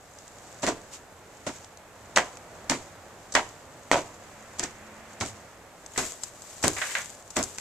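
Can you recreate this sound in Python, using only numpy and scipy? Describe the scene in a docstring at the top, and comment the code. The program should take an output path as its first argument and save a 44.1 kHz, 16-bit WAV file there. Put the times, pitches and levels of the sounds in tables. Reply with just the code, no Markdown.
"""A towel swung against snow

Eleven blows land outdoors at night, with traffic far away. Each is a puff of trapped air, a thump,
a patter of folds and a crunch of snow, then the loose end flops down; the fastest crack like a whip.
Crumbs spray and tick down, wet clumps splat, cloth rustles between swings and the yard echoes briefly."""
import sys
import numpy as np
from scipy import signal
from scipy.fft import rfft, irfft
from scipy.io import wavfile

SR = 44100
rng = np.random.default_rng(int(sys.argv[2]) if len(sys.argv) > 2 else 0)


def persist_wave(psi):
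    """Save psi, clipped to +-1, as 16-bit WAV."""
    counts = np.round(np.clip(psi, -1, 1) * 32767).astype(np.int16)
    wavfile.write(sys.argv[1], SR, np.atleast_2d(counts).T)


N = 335556
T = np.arange(N) / SR
BURST = T[:SR // 3]   # time axis of one short event

# Swings of the towel: (time [s], contact length [s], puff [dB], ground thump [dB], slap [dB],
# slap tilt [dB/octave], crunch [dB], lead of the hem [s] (below 0 it trails),
# lag of the loose end [s], gain of the loose end [dB])
SWINGS = [(.630, .018, -30, -52, -27.5, -4, -30.5, 0.0089, 0.04, 3),
          (1.466, 0.0096, -32.5, -43, -30.5, -4, -33, 0.0018, 0.02, -24),
          (2.166, 0.02, -34, -46, -19.5, 3, -26.5, 0.0075, .03, -27),
          (2.696, 0.025, -29, -47, -27.5, -0.5, -26.5, 0.001, 0.033, -12),
          (3.35, 0.0069, -31, -54, -16, 4.5, -27, 0.011, .021, -4),
          (3.916, 0.023, -29, -36.5, -18.5, -3, -27, -.002, .047, -7.5),
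          (4.594, 0.01, -39.5, -48, -41.5, -9, -33, 0.0092, 0.034, 2),
          (5.2085, 0.0045, -34, -32, -28, -6.5, -29, .006, .021, -12),
          (5.976, 0.018, -32, -37.5, -29.5, 0, -27.5, -0.0085, 0.047, -11.5),
          (6.638, 0.0047, -23, -25, -21.5, 0.5, -23, .011, 0.029, -6.5),
          (7.364, 0.032, -29, -40, -27, -3, -30.5, .006, 0.048, -20)]
# Spectrum of breaking ice crust: (frequency [Hz], relative density [dB])
ICE_SPECTRUM = [(300, 3), (1200, 4.5), (2200, -9), (4500, 3), (7000, 3), (10000, -7.5), (14000, -16),
                (16000, -36)]


def from_db(db):
    """Amplitude ratio of a level."""
    return 10 ** (np.asarray(db) / 20)


def rms_one(x):
    """Normalise to unit mean power."""
    return x / np.sqrt(np.mean(x ** 2) + 1e-20)


def with_energy(x, envelope):
    """Scale a burst to the energy of its envelope."""
    return rms_one(x) * np.sqrt(np.mean(envelope ** 2))


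def at_hz(points, hz):
    """Interpolate a spectrum on a log-frequency axis."""
    f, value = np.transpose(points)
    return np.interp(np.log(hz + 1), np.log(f), value)


def add(out, s, sound):
    """Superpose a sound at time s."""
    i = int(np.clip(s * SR, 0, N - 1))
    out[..., i:i + sound.shape[-1]] += sound[..., :N - i]


def cut(x, hz, kind, order=2):
    """Butterworth low- or high-pass."""
    return signal.sosfilt(signal.butter(order, hz, kind, fs=SR, output="sos"), x)


def resonance(x, hz, width_hz):
    """Damped resonator: a two-pole band-pass with unit peak gain."""
    r = np.exp(-np.pi * width_hz / SR)
    feedback = [1, -2 * r * np.cos(2 * np.pi * hz / SR), r * r]
    return signal.lfilter(np.array([1, 0, -1]) * (1 - r * r) / 2, feedback, x)


def flutter(n, per_s, depth_db):
    """Random modulation: a factor of rms 1 that changes per_s times a second."""
    knots = np.clip(rng.standard_normal(n // 4 + 2), -2.5, 2.5)
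    wander = np.interp(np.arange(n) * per_s / SR, np.arange(len(knots)), knots)
    return rms_one(from_db(depth_db * wander))


def noise(n, spectrum=((20, 0), (20000, 0))):
    """Partly coherent stereo noise of rms 1: alike in the bass, most diffuse from 3 to 7 kHz."""
    # Left-right likeness of scattered sound: (frequency [Hz], coherence [0-1])
    coherence = [(100, 0.91), (600, 0.94), (1500, 0.75), (3000, 0.23), (7000, 0.19), (13000, 1)]
    hz = np.arange(n // 2 + 1) * SR / n
    mid, side = rfft(rng.standard_normal((2, n))) * from_db(at_hz(spectrum, hz))
    alike = at_hz(coherence, hz)
    return rms_one(irfft(np.sqrt(1 + alike) * mid + np.sqrt(1 - alike) * side * [[1], [-1]], n))


def contact(length, rise, decay):
    """Impact envelope: force builds, holds while the material lands, then decays; times in seconds."""
    return (1 - np.exp(-BURST / rise)) * np.exp(-np.maximum(BURST - length, 0) / decay)


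def swell(s, width):
    """Gaussian rise and fall of power around time s."""
    return np.exp(-((T - s) / width) ** 2)


def road(hum_hz=220, sag_hz_per_s=5.5, hum_start_s=4.2):
    """Rolling noise: distant tyres roar, two cars hiss on the wet road, the nearer engine hums."""
    # Spectrum of far traffic: (frequency [Hz], relative density [dB])
    roar_spectrum = [(20, -14), (45, -4), (90, 3), (170, -3), (400, -2.5), (600, 1.5), (1000, -3.5),
                     (1800, -8), (3000, -17), (6000, -24.5), (12000, -31)]
    # Course of the tyre roar: (time [s], relative level [dB])
    roar_levels = [(0.0, -54), (0.8, -51), (1.12, -52.5), (2.28, -50), (5.18, -50), (5.61, -52.5),
                   (6.5, -52)]
    # Passing cars: (time when nearest [s], half width [s], hiss level [dB])
    cars = [(1.6, 0.37, -59.5), (4.85, 0.59, -53)]
    roar_db = np.interp(T, *np.transpose(roar_levels)) + 3
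    roar = from_db(roar_db) * noise(N, roar_spectrum) * flutter(N, per_s=4.2, depth_db=0.86)
    hum_age = T - hum_start_s
    pitch_hz = (hum_hz - sag_hz_per_s * hum_age) * flutter(N, per_s=30, depth_db=0.25)
    hum_envelope = from_db(-54.5) * np.interp(hum_age, [0, 0.2, 0.88, 1.42], [0, 1, 1, 0])
    hum = hum_envelope * np.sin(2 * np.pi * np.cumsum(pitch_hz) / SR)
    passing = np.sqrt(sum(from_db(db) ** 2 * swell(s, width) for s, width, db in cars))
    hiss = rms_one(cut(resonance(noise(N), hz=1550, width_hz=1260), 2960, "low", order=4))
    return roar + hum * flutter(N, per_s=12, depth_db=2) + passing * hiss


def rustle(jacket_db=-68.5, wind_up_db=-61, wind_up_lead_s=0.098, settle_s=0.12):
    """Incoherent sources add in power: the jacket stirs, the towel is hauled round, loose snow settles."""
    # Sweeps of cloth and showers of crumbs: (centre time [s], half width [s], level [dB])
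    showers = [(.47, 0.41, -56), (0.946, 0.022, -44.5), (1.552, 0.086, -52.5), (4.35, 0.9, -60),
               (5.275, 0.023, -43.5), (6.055, 0.072, -42), (6.252, 0.032, -47.5), (6.55, 0.18, -51),
               (6.9, 0.15, -41.5), (7.46, 0.095, -48), (7.6, 0.012, -44.5)]
    power = from_db(jacket_db) ** 2 + sum(from_db(db) ** 2 * swell(s, width) for s, width, db in showers)
    for s, *_, crunch_db, _lead, _lag, _end_db in SWINGS:
        wind_up_power = from_db(wind_up_db) ** 2 * swell(s - wind_up_lead_s, width=0.088)
        settling = from_db(crunch_db - 18) * (T > s) * np.exp(-np.abs(T - s) / settle_s)
        power += wind_up_power + settling ** 2
    envelope = np.sqrt(power)
    # Spectrum of the fine grains: (frequency [Hz], relative density [dB])
    grain_spectrum = [(700, -1), (2000, 5.5), (4000, 4.5), (7000, 5.5), (9500, -1.5), (14000, -4),
                      (15200, -40)]
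    grains = noise(N, grain_spectrum) * flutter(N, per_s=890, depth_db=1.5)
    grains *= flutter(N, per_s=54, depth_db=1.5)
    return envelope * (grains + from_db(6) * crumbs(envelope))


def crumbs(envelope, size_spread_db=5):
    """A Poisson process: single crumbs tick down at random, more often while much snow is in the air."""
    rate_per_s = 45 * np.sqrt(rms_one(envelope))
    landed = rng.random(N) < rate_per_s / SR
    impulses = landed * from_db(size_spread_db * np.minimum(rng.exponential(1, N), 2.2))
    tick = noise(len(BURST), ICE_SPECTRUM) * contact(0, rise=0.0001, decay=0.0009)
    return signal.fftconvolve(impulses[None], tick, axes=1)[:, :N]


def ticks():
    """Brittle fracture: a click of a few cycles, then a broadband snap; smaller bits sound higher."""
    # Snaps of the hem and of ice: (time [s], relative level [dB], decay [s], centre frequency [Hz])
    snaps = [(0.187, -44.5, .002, 5960), (.279, -43.5, 0.0016, 4970), (0.666, -22, 0.0013, 2020),
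             (0.687, -30, 0.0036, 3340), (1.645, -43, 0.0018, 3500), (1.773, -44, 0.0014, 4480),
             (2.371, -42, 0.0025, 2520), (2.1617, -16.5, 0.0018, 2780), (2.698, -15, 0.00072, 5100),
             (3.322, -37.5, 0.0067, 5200), (3.352, -15.5, 0.0015, 6000), (4.5952, -20, 0.0008, 5200),
             (4.6376, -24.5, 0.0021, 5500), (5.2614, -33, 0.001, 7000), (5.862, -39.5, 0.0025, 6400),
             (5.977, -24, .0017, 7800), (6.2344, -30.5, 0.0042, 7200), (6.420, -42.5, 0.0026, 7600),
             (6.6803, -11, 0.00052, 9100), (7.304, -41, 0.0054, 5870), (7.3672, -23, 0.0023, 2520),
             (7.4276, -26, 0.0018, 7200), (7.436, -31, 0.0057, 7300), (7.584, -29.5, 0.0015, 2500)]
    out = np.zeros((2, N))
    for s, db, decay, hz in snaps:
        click = np.sin(2 * np.pi * hz * BURST) * np.exp(-hz * BURST / 2)
        envelope = contact(decay / 2, rise=0.0001, decay=decay)
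        broadband = noise(len(BURST), ICE_SPECTRUM) * envelope
        shards = with_energy(1.1 * broadband + resonance(broadband, hz, width_hz=1.7 * hz), envelope)
        add(out, s, from_db(db) * (from_db(5) * click + 1.03 * shards))
    return out


def blows():
    """A flexible body lands in stages: the hem grazes the crust, the towel hits, its loose end follows."""
    out = np.zeros((2, N))
    graze = contact(0.0075, rise=0.0001, decay=0.015)
    for s, length, puff_db, thump_db, slap_db, tilt_db, crunch_db, lead, lag, end_db in SWINGS:
        add(out, s - lead, from_db(crunch_db - 8.5) * noise(len(BURST), ICE_SPECTRUM) * graze)
        body = (air_puff(length, puff_db, hz=268, decay=0.022) + ground_thump(length, thump_db)
                + fold_slap(length, slap_db, tilt_db) + snow_crunch(length, crunch_db))
        add(out, s, body)
        # the light end lands duller and barely thumps; its smaller air pocket leaks more slowly
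        loose_end = (air_puff(length, puff_db, hz=307, decay=0.024) + ground_thump(length, thump_db - 8)
                     + fold_slap(length, slap_db, tilt_db - 3) + snow_crunch(length, crunch_db))
        add(out, s + lag, from_db(end_db) * loose_end)
    return out


def air_puff(length, db, hz, decay):
    """Cavity resonance: air trapped under the towel booms briefly before it leaks out."""
    push = contact(length, rise=0.0015, decay=decay)
    air = resonance(noise(len(BURST)) * push, hz, width_hz=80)
    return from_db(db) * with_energy(cut(air, 680, "low"), push)


def ground_thump(length, db):
    """Forced vibration: the towel's weight drives a low, heavily damped response of the ground."""
    weight = contact(length, rise=0.00013, decay=0.013)
    ground = resonance(noise(len(BURST)) * weight, hz=118, width_hz=110)
    return from_db(db) * with_energy(cut(cut(ground, 160, "low"), 67, "high"), weight)


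def fold_slap(length, db, tilt_db):
    """Modal excitation: folds patter down and ring the cloth; a faster swing's tilt favours high modes."""
    # Resonances of the slapping cloth: (frequency [Hz], bandwidth [Hz], relative gain [dB])
    modes = [(586, 168, 2), (742, 82, 3), (933, 166, -1.5), (1584, 310, -3.5), (1880, 920, -8.5)]
    force = contact(length, rise=0.00021, decay=0.018)
    folds = noise(len(BURST)) * flutter(len(BURST), per_s=900, depth_db=5) * force
    slap = sum((-1) ** k * from_db(mode_db + tilt_db * np.log2(hz / 1000)) * resonance(folds, hz, width)
               for k, (hz, width, mode_db) in enumerate(modes))
    return from_db(db) * with_energy(cut(cut(slap, 4250, "low"), 590, "high"), force)


def snow_crunch(length, db):
    """Granular fracture: many snow grains break under the load and merge into rough noise."""
    # Spectrum of crushed snow: (frequency [Hz], relative density [dB])
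    spectrum = [(900, 2), (2000, 6), (3000, -0.5), (4500, -1.5), (6500, -2), (9000, -10.5), (14000, -18),
                (16000, -56)]
    crush = contact(length * 0.79, rise=0.00044, decay=0.023)
    grains = noise(len(BURST), spectrum) * flutter(len(BURST), per_s=1400, depth_db=1)
    return from_db(db) * with_energy(grains * crush, crush)


def ground_bounce(x, delay_s=0.0032):
    """Early reflection: the ground returns a faint, duller copy by a longer path."""
    delayed = np.array([np.interp(T - delay_s, T, side, left=0) for side in x])
    return 0.025 * cut(delayed, 6700, "low", order=1)


def yard(x, t60_s=0.39, wet_db=-18.2, gap_s=0.018):
    """Reverberation: ground, cars and house fronts scatter hollow echoes that decay exponentially."""
    # What the surroundings send back: (frequency [Hz], relative density [dB])
    spectrum = [(100, 4), (200, -7.5), (280, -16.5), (380, -2), (470, -1.5), (600, -14), (900, -4.5),
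                (1500, -12), (3000, -8), (7000, -17.5), (14000, -10)]
    t = T[:SR // 2]
    envelope = flutter(len(t), per_s=400, depth_db=4) * from_db(-60 * t / t60_s) * (t > gap_s)
    response = rms_one(noise(len(t), spectrum) * envelope) / np.sqrt(len(t))
    return from_db(wet_db) * signal.fftconvolve(x, response, axes=1)[:, :N]


def cracks():
    """Shock waves: each whip crack is one N-shaped pressure pulse, after which the taut hem rings."""
    # The tip whipping over: (time [s], relative peak level [dB], half length [ms])
    shocks = [(2.1705, -9, 0.44), (2.1743, 1, 0.31), (2.1836, -6.5, 0.43), (3.3530, -3, 0.27),
              (3.9153, -0.5, 0.45), (5.2112, -11, 0.11), (6.6410, -21.5, 0.74)]
    pressure = np.zeros(N)
    for s, db, half_ms in shocks:
        phase = (T - s) * 1000 / half_ms
        pressure -= from_db(db) * phase * (np.abs(phase) < 1)
    wave = cut(pressure, 8200, "low", order=1)
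    return wave + 2.2 * resonance(wave, hz=1900, width_hz=290)


def turning(x, shade=0.47):
    """Acoustic shadow: the top treble is shaded, then brightens on the left as the swings turn there."""
    turned = np.interp(T, [5.6, 5.95], [0, 1])
    treble = x - cut(x, 10700, "low", order=1)
    return x + treble * (from_db(2) * turned * [[1], [0]] - shade)


def splats():
    """Inelastic impact: thrown wet clumps smack on the ground and burst with a grainy, hollow splash."""
    # Falling clumps: (time [s], contact length [s], splash level [dB], smack level [dB])
    clumps = [(5.96, .004, -39, -36), (6.765, 0.023, -33.5, -36), (6.815, 0.0064, -25.5, -25.5),
              (6.885, 0.037, -38, -49), (6.951, 0.022, -28, -20), (7.585, .02, -52, -36)]
    out, n = np.zeros((2, N)), len(BURST)
    # Spectrum of slush: (frequency [Hz], relative density [dB])
    spectrum = [(200, -39), (550, 4), (1200, -2.5), (2400, -1), (3500, -3), (7000, -15.5), (14000, -43)]
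    for s, length, splash_db, smack_db in clumps:
        splash = from_db(splash_db) * contact(length, rise=0.002, decay=0.034)
        smack = from_db(smack_db) * contact(0.002, rise=0.00029, decay=0.002)
        envelope = splash + smack
        grains = noise(n, spectrum) * flutter(n, per_s=960, depth_db=0.5) * envelope
        add(out, s, with_energy(0.21 * grains + resonance(grains, hz=1740, width_hz=640), envelope))
    return out


def scene():
    """Superposition: the blows and what they throw, their reflections, the rustle and the far road."""
    near = blows() + cracks() + ticks() + splats()
    near += ground_bounce(near)
    return turning(near + yard(near) + rustle()) + road()


def record(dry, cutoff_hz=15500):
    """Port resonance: two small inlets ring in the treble, the right duller; faint noise; peaks clip."""
    left = 0.75 * dry[0] + 2.62 * resonance(dry[0], hz=7660, width_hz=1070)
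    left = np.interp(np.arange(N) - 2, np.arange(N), left)   # two samples later
    right = cut(0.9 * dry[1] + 1.6 * resonance(dry[1], hz=6580, width_hz=1270), 8450, "low")
    hiss = from_db(-62.5) * cut(rng.standard_normal((2, N)), 13600, "low", order=12)
    whine = from_db(-81) * rms_one(resonance(rng.standard_normal(N), hz=11930, width_hz=40))
    clipped = np.clip(np.array([left, right]) + hiss + whine, -1, 1)
    return cut(clipped, cutoff_hz, "low", order=20)


dry = scene()
out = record(dry)
persist_wave(out)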